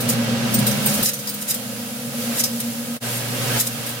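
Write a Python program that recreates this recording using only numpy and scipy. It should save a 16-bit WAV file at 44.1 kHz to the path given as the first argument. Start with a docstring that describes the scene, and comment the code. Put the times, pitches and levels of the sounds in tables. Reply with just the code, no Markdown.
"""The vibrating feeders and the motor of a parts-sorting machine hum and throb, close by.
The throb comes from two tones so near in pitch that they drift in and out of step.
Air jets puff and tiny steel parts clatter into chutes, both echoed by the metal housing.
Behind them the shaken frame rumbles, air rushes and parts shuffle along a track.
At three seconds the whole sound dips briefly."""
import sys
import numpy as np
from scipy import signal
from scipy.fft import rfft, irfft, next_fast_len
from scipy.io import wavfile
from scipy.ndimage import map_coordinates

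SR = 44100
rng = np.random.default_rng(int(sys.argv[2]) if len(sys.argv) > 2 else 0)


def transcribe(u):
    """Save the signal u as a 16-bit wav file named by the first command-line argument.

    u: samples, shape (n,) or (channels, n), limited to [-1, 1]; the rate is SR.
    q: integer samples, one column per channel.
    """
    v = np.clip(np.atleast_2d(u).T, -1, 1)
    q = np.round(v * 32767).astype(np.int16)
    wavfile.write(sys.argv[1], SR, q)


N = 176400

# Levels are relative. A fade is the time to drop 60 dB; a rise is the time to climb the last 9 dB.
# loudness of the main feeder, slower feeder, motor and motor's octave (t/s, level/dB)
FEEDER_LEVEL = [(0, -29), (.4, -22), (.62, -32), (1.0, -32), (1.12, -48), (1.4, -51), (1.58, -39),
                (1.92, -40), (2.1, -34.5), (2.32, -25), (2.38, -35.5), (2.5, -29.5), (2.7, -28.5),
                (2.95, -32.5), (3.04, -37.5), (3.45, -47), (3.7, -37), (4, -41)]
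SLOW_FEEDER_LEVEL = [(0, -39), (.45, -38), (.62, -24.5), (.98, -28), (1.1, -37.5), (1.45, -39), (1.95, -38),
                     (2.1, -48), (4, -70)]
MOTOR_LEVEL = [(0, -28), (.62, -26.5), (.85, -36.5), (1.05, -39), (1.3, -59), (1.65, -42.5), (2.95, -45),
               (3.04, -34.5), (3.57, -27), (3.61, -35), (4, -39)]
OCTAVE_LEVEL = [(0, -31), (.6, -28.5), (.85, -42), (1.25, -58), (1.6, -36), (1.9, -36.5), (2.3, -32.5),
                (2.39, -43), (2.5, -33.5), (2.95, -34), (3.04, -43.5), (3.55, -36), (3.65, -53), (4, -47)]
# faint steady tones of the frame (f/Hz, level/dB)
FRAME_TONES = [(290.5, -51), (480, -48.5), (600, -56), (692, -58), (1256, -56.5), (1438, -59)]

# short air puffs, and one thin jet that swells more slowly (peak t/s, level/dB, rise/s, fade/s)
PUFF_EVENTS = [(.098, -22.5, 0.0091, 0.14), (.132, -31, .015, 0.07), (.543, -29, .02, 0.097),
               (.9, -26, 0.034, 0.1), (1.063, -21.5, .025, 0.084), (1.092, -19.5, .012, 0.046),
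               (1.424, -27.5, 0.012, 0.043), (1.487, -24.5, 0.0064, .15), (1.51, -20, 0.012, 0.071),
               (1.547, -31, 0.013, 0.082), (2.408, -20.5, 0.035, 0.047), (2.443, -26, 0.0088, 0.21),
               (3.611, -18.5, 0.022, 0.06), (3.673, -23.5, 0.0078, 0.045)]
THIN_JET_EVENT = (3.17, -32, .16, .2)
# whistling pitches of the thin jet (f/Hz, level/dB)
JET_WHISTLE = [(7420, -7), (8450, -7), (9200, 1), (10600, -7), (11700, -1)]
# air flow building up and cutting off (peak t/s, level/dB, rise/s)
SURGE_EVENTS = [(.085, -31.5, .03), (.885, -30, .054), (1.02, -31, .048), (2.385, -38, .032),
                (3.57, -34, .06)]
# steel parts hitting the chutes
# (t/s, rattle level/dB, part level/dB, chute level/dB, favoured chute f/Hz, rattle fade/s)
STRIKES = [(.004, -25, -35, -39, 6070, 0.12), (.088, -25, -22.5, -24.5, 6100, .092),
           (.541, -27, -18, -30, 5570, .12), (.586, -21, -34, -42, 4990, .08),
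           (.665, -18, -25, -31, 4060, 0.17), (.711, -30, -38, -31, 6070, .09),
           (.858, -25, -18.5, -34, 4060, .12), (.939, -29, -29.5, -35, 7020, .12),
           (1.026, -19, -32, -30, 4060, .14), (1.055, -28, -33, -20.5, 5770, .1),
           (1.133, -24, -36, -32.5, 6070, .08), (1.188, -30, -42, -39, 6070, .079),
           (1.271, -26, -38, -27, 4990, .09), (1.291, -29, -28, -37, 4060, .083),
           (1.339, -32, -32, -43, 7020, .11), (1.502, -34, -44, -31, 5300, .1),
           (1.541, -23.5, -34, -40, 4060, 0.092), (2.394, -28, -29, -22, 6070, .08),
           (2.436, -18, -29, -20, 5300, .07), (2.6, -19.5, -36, -42, 6070, .06),
           (3.861, -30, -38, -46, 4990, .14), (3.888, -35, -44, -46, 4060, .23)]
# bright ring of a steel part, and thin ping of a chute (f/Hz, level/dB, fade/s)
PART_RING = [(6900, -22, .1), (8590, -1, 0.16), (9700, -16, .07), (10770, -8.5, .08), (11450, -6.5, 0.09),
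             (13400, -8, 0.073), (14215, -2, 0.068), (14335, -4, 0.072), (15240, -3, .09), (15700, -8, .08)]
CHUTE_RING = [(4060, -3, .09), (4985, 0, .1), (5566, -2, .1), (6070, 0, .11), (6650, -3, .09),
              (7020, -2, .11)]
# tone colour of a puff, a surge and a strike's rattle (f/Hz, level/dB)
PUFF_COLOUR = [(200, -30), (1000, -19), (1800, -3), (2700, -7), (3800, -1), (4400, -3.5), (5400, 1),
               (6100, -2), (7000, 3.5), (8400, 5.5), (12000, 6), (14500, 6), (16000, -10)]
SURGE_COLOUR = [(25, -14), (55, 8.5), (110, -2), (250, -2), (380, 2), (520, -4), (900, -14), (1500, -9),
                (4000, -5.5), (16000, -43)]
RATTLE_COLOUR = [(300, -12), (2000, -15), (4000, 1.5), (5700, -1), (7200, 0), (8700, 5.5), (11000, 4.5),
                 (12200, 1), (14200, 9.5), (16000, -11)]

# loudness of the frame's rumble, deck's drone, air rush and high hiss (t/s, level/dB)
FRAME_LEVEL = [(0, -30), (.48, -32), (.57, -25.5), (.7, -29), (1.02, -31), (1.06, -44), (1.4, -41),
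               (2.02, -43), (2.1, -38), (2.9, -40), (3.24, -41), (3.32, -35.5), (3.58, -35.5), (3.62, -44),
               (3.82, -38), (4, -45)]
DRONE_LEVEL = [(0, -34.5), (1.02, -34.5), (1.07, -44), (1.38, -50), (1.58, -41.5), (2.0, -45), (2.25, -38),
               (2.5, -43), (2.85, -43), (3.1, -42.5), (3.57, -35), (3.6, -48), (3.7, -46.5), (3.85, -43.5),
               (4, -47)]
AIR_LEVEL = [(0, -36.5), (.6, -34), (.8, -35.5), (1.03, -35.5), (1.06, -43.5), (1.18, -46), (1.28, -44),
             (1.44, -45), (1.55, -44), (2.08, -45.5), (2.36, -37), (2.5, -44.5), (2.96, -44.5),
             (3.05, -37.5), (3.3, -39.5), (3.5, -34), (3.575, -32), (3.61, -43), (3.74, -43), (3.88, -40),
             (4, -43.5)]
HIGH_HISS_LEVEL = [(0, -35.5), (.4, -39.5), (.55, -34), (.78, -32), (.94, -26), (1.02, -29), (1.16, -36),
                   (2.13, -36), (2.22, -31), (2.47, -36), (2.56, -33.5), (2.96, -37), (3.1, -33.5),
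                   (3.26, -34.5), (3.56, -29.5), (3.7, -35), (4, -38.5)]
# tone colour of those four noises and of the air's low roar (f/Hz, level/dB)
FRAME_COLOUR = [(25, -36), (60, -27), (90, -16.5), (115, -5), (135, 4), (160, -6), (190, -3.5), (245, -2),
                (280, -8.5), (305, -26), (345, -60)]
DRONE_COLOUR = [(250, -60), (395, -32), (440, -5), (510, -.5), (570, -1.5), (660, -15), (800, -10),
                (1100, -49)]
AIR_COLOUR = [(40, -33), (100, -4), (250, -3), (315, -14), (395, -13), (450, -1), (600, 0), (800, 3.5),
              (900, 0), (1080, 0), (1350, 3.5), (1900, 1), (3000, 0), (5000, -2.5), (7000, -8),
              (11000, -13), (16000, -29)]
HISS_COLOUR = [(1000, -16.5), (3000, -3), (5000, -1), (6200, -1), (8000, -1), (10200, 0.5), (12000, 0),
               (14300, -1), (16000, -4)]
ROAR_COLOUR = [(200, -40), (290, 0.5), (380, 3), (450, 0.5), (600, -40)]
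# pitches of the track as parts shuffle along it (f/Hz, level/dB)
TRACK_RING = [(4990, -5), (6067, -15), (7025, -3.5), (8468, -7), (9440, 1), (10174, 1), (11714, -4),
              (13620, -2), (14293, -3)]

# how long the housing echoes (f/Hz, fade/s)
HOUSING_FADE = [(200, .2), (3000, 0.25), (14000, 0.033)]
# how alike a noise is in both ears (f/Hz, likeness: 1 the same, 0 unrelated)
EAR_LIKENESS = [(40, -0.37), (120, 0.84), (250, 0.62), (500, 0.82), (1000, 0.37), (2200, -0.019)]
# how much louder the left side is than the right (f/Hz, level/dB)
LEFT_OVER_RIGHT = [(120, -0.8), (500, 0.1), (1200, -0.5), (2400, -3.5), (5000, -2.5), (8000, 0),
                   (10000, -3.5), (12500, 0.5), (14300, 2.5), (16000, 6)]
# brief dip in the whole sound (t/s, level/dB)
DIP_LEVEL = [(2.968, 0), (2.99, -19.5), (2.999, -32.5), (3.012, -10), (3.03, 1)]


def hum(feeder_hz=231.9, slow_feeder_hz=209.3, motor_hz=120, feeder_db=-1.5, motor_db=-2.5):
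    """Feeders, motor and frame vibrate; the main feeder throbs against the motor's octave."""
    in_step_s = .08  # the two close tones add up to a throb near this time
    motor = amp(motor_db) * level(MOTOR_LEVEL) * tone(motor_hz)
    octave = level(OCTAVE_LEVEL) * tone(2 * motor_hz, in_step_s)
    feeder = amp(feeder_db) * level(FEEDER_LEVEL) * tone(feeder_hz, in_step_s)
    slow_feeder = level(SLOW_FEEDER_LEVEL) * tone(slow_feeder_hz)
    whine = sum(amp(db) * tone(hz) for hz, db in FRAME_TONES)
    return feeder + slow_feeder + motor + octave + whine


def puffs(chute_db=-9, sputter_db=1.0):
    """Each jet swells as its valve opens, makes the chute sing and dies quickly when it shuts."""
    flow = np.sqrt(sum(swell(*puff) ** 2 for puff in PUFF_EVENTS))
    flow *= amp(sputter_db * wobble(300))
    return flow * (noise(PUFF_COLOUR) + amp(chute_db) * singing(CHUTE_RING, width_hz=200))


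def thin_jet():
    """A thin jet of air whistles up briefly and fades."""
    return swell(*THIN_JET_EVENT) * singing(JET_WHISTLE, width_hz=200)


def clinks(contacts_per_s=3200, click_share=.52, attack_s=.0014):
    """Each strike is a dying rattle of tiny contacts plus the ring of the part and of the chute."""
    t = np.arange(SR // 5) / SR
    ring, rattle_gain = np.zeros((2, N + SR)), np.zeros(N + SR)
    onset = 1 - np.exp(-t / attack_s)
    for start_s, rattle_db, part_db, chute_db, spot_hz, fade_s in STRIKES:
        start = round(start_s * SR)
        span = slice(start, start + len(t))
        part = amp(part_db) * ringing(PART_RING, t, scatter_db=3)
        chute = amp(chute_db) * ringing(struck_chute(spot_hz), t, scatter_db=2)
        ring[:, span] += onset * (part + chute)
        rattle_gain[span] += amp(rattle_db - 60 * t / fade_s) * onset
    contacts = unit((rng.random(N) < contacts_per_s / SR) * rng.standard_normal((2, N)))
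    clicks = unit(filtered(contacts, lambda hz: amp(along(RATTLE_COLOUR, hz))))
    rattle = np.sqrt(click_share) * clicks + np.sqrt(1 - click_share) * noise(RATTLE_COLOUR)
    return ring[:, :N] + rattle_gain[:N] * rattle


def struck_chute(spot_hz, db_per_octave=28):
    """The spot that is hit favours one of the chute's pitches; those further from it ring less."""
    return [(hz, db - db_per_octave * abs(np.log2(hz / spot_hz)), fade_s)
            for hz, db, fade_s in CHUTE_RING]


def surges(fade_s=.09):
    """The air flow builds, then stops short with a low bump."""
    return sum(swell(*surge, fade_s) for surge in SURGE_EVENTS) * noise(SURGE_COLOUR)


def frame(rumble_db=2, deck_db=2.5):
    """The shaken frame rumbles and its deck drones near 500 Hz."""
    rumble = amp(rumble_db) * level(FRAME_LEVEL) * noise(FRAME_COLOUR)
    drone = amp(deck_db) * level(DRONE_LEVEL) * noise(DRONE_COLOUR)
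    return rumble + drone


def air(rush_db=5, roar_db=-46, hiss_db=.5):
    """Moving air makes a broad rush, a low roar and a high hiss."""
    flow = level(AIR_LEVEL)
    roar = amp(roar_db) * unit(flow ** 1.8) * noise(ROAR_COLOUR)  # grows 1.8 dB per dB of rush
    rush = amp(rush_db) * flow * noise(AIR_COLOUR)
    hiss = amp(hiss_db) * level(HIGH_HISS_LEVEL) * noise(HISS_COLOUR)
    return rush + roar + hiss


def jostle(gain_db=-9.5):
    """Shuffling parts keep the track faintly ringing, rising and falling with the hiss."""
    return amp(gain_db) * level(HIGH_HISS_LEVEL) * singing(TRACK_RING, width_hz=48)


def walls(x, echo_db, spread_s, count=18):
    """Close metal panels add weak, quick echoes, different at each ear."""
    echoes = np.zeros((2, SR // 20))
    for ear in echoes:
        delays = (spread_s * rng.uniform(.15, 1, count) * SR).astype(int)
        ear[delays] = amp(echo_db) * rng.choice([-1, 1], count) / np.sqrt(count)
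        ear[0] = 1  # the direct sound
    return signal.fftconvolve(x, echoes / np.linalg.norm(echoes[0]), axes=1)[:, :N]


def housing(x):
    """Echoes inside the housing blur into a short tail whose highs die first."""
    hz, t, bands = signal.stft(rng.standard_normal((2, SR // 3)), SR, nperseg=256)
    fade = amp(-60 * t / along(HOUSING_FADE, hz)[:, None])
    tail = signal.istft(bands * fade, SR, nperseg=256)[1]
    return signal.fftconvolve(x, tail / np.linalg.norm(tail[0]), axes=1)[:, :N]


def tone(hz, crest_s=0, flutter_db=1, drift_rad=.12):
    """A pure tone that wavers slightly in loudness and pitch."""
    flutter = amp(flutter_db * wobble(12))
    phase = 2 * np.pi * hz * (clock() - crest_s) + drift_rad * wobble(6.08)
    return np.sqrt(2) * flutter * np.cos(phase)


def ringing(pitches, t, scatter_db, roughness=.29, detune=.002):
    """Struck metal rings in fading tones, a little different for each strike and each ear."""
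    hz, db, fade_s = np.transpose(pitches)[:, :, None]
    hz = hz * (1 + detune * rng.standard_normal(hz.shape))
    size, phase = rng.standard_normal((2, 2, len(pitches), 1))
    steps = rng.standard_normal((len(pitches), len(t)))
    blur = roughness * np.cumsum(steps, axis=1) / np.sqrt(SR / 200)  # makes each tone less pure
    gain = amp(db - 60 * t / fade_s + scatter_db * size)
    return (gain * np.sin(2 * np.pi * hz * t + np.pi / 2 * phase + blur)).sum(axis=1)


def singing(pitches, width_hz):
    """Stereo noise narrowed to a few ringing pitches."""
    def peaks(f):
        damping = 1j * f * width_hz
        return sum(amp(db) * damping / (hz * hz - f * f + damping) for hz, db, *_ in pitches)
    return unit(filtered(rng.standard_normal((2, N)), peaks))


def noise(colour):
    """Noise of a given tone colour, partly shared by the ears and partly opposite."""
    def shape(hz):
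        angle = np.arccos(along(EAR_LIKENESS, hz)) / 2
        return amp(along(colour, hz)) * np.array([np.cos(angle), np.sin(angle)])
    shared, opposite = filtered(rng.standard_normal((2, N)), shape)
    return unit(np.array([shared + opposite, shared - opposite]))


def swell(peak_s, db, rise_s, fade_s):
    """A gain that grows to a peak and then dies away."""
    before = np.maximum(peak_s - clock(), 0)
    after = np.maximum(clock() - peak_s, 0)
    return amp(db - 9 * before / rise_s - 60 * after / fade_s)


def filtered(x, response):
    """Turn each frequency of x up or down by response(hz)."""
    size = next_fast_len(N + SR // 4)
    hz = np.fft.rfftfreq(size, 1 / SR)
    return irfft(rfft(x, size) * response(hz), size)[..., :N]


def wobble(per_s):
    """A smooth curve through per_s random values a second."""
    return map_coordinates(rng.standard_normal(1024), [clock() * per_s], mode="wrap")


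def level(rows):
    """A gain for each sample from (t/s, level/dB) rows."""
    return amp(np.interp(clock(), *np.transpose(rows)))


def along(rows, hz):
    """Read between (f/Hz, value) rows, with octaves evenly spaced."""
    row_hz, values = np.transpose(rows)
    return np.interp(np.log(hz + 1), np.log(row_hz + 1), values)


def clock():
    """The time of each sample in seconds."""
    return np.arange(N) / SR


def unit(x):
    """Scale to an average strength (rms) of 1."""
    return x / np.sqrt(np.mean(x ** 2) + 1e-20)


def amp(db):
    """Decibels to gain."""
    return 10 ** (np.asarray(db) / 20)


def scene(puff_db=2.5, clink_db=3.5, air_db=2, housing_db=-9):
    """Mix the humming machine, its air flow and its echoing bursts, then balance left and right."""
    machine = hum() + frame() + surges()
    steady = walls(amp(air_db) * (air() + jostle()), echo_db=-5, spread_s=.012)
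    bursts = amp(puff_db) * (puffs() + thin_jet()) + amp(clink_db) * clinks()
    near = walls(bursts, echo_db=-3, spread_s=.004)  # panels right beside the chutes
    mix = machine + steady + near + amp(housing_db) * housing(bursts)
    sides = np.array([[.5], [-.5]])
    return filtered(mix, lambda hz: amp(along(LEFT_OVER_RIGHT, hz) * sides))


def record(dry, top_hz=15900):
    """The level dips once, and the very highest treble is cut off."""
    return filtered(dry * level(DIP_LEVEL), lambda hz: hz < top_hz)


dry = scene()
out = record(dry)
transcribe(out)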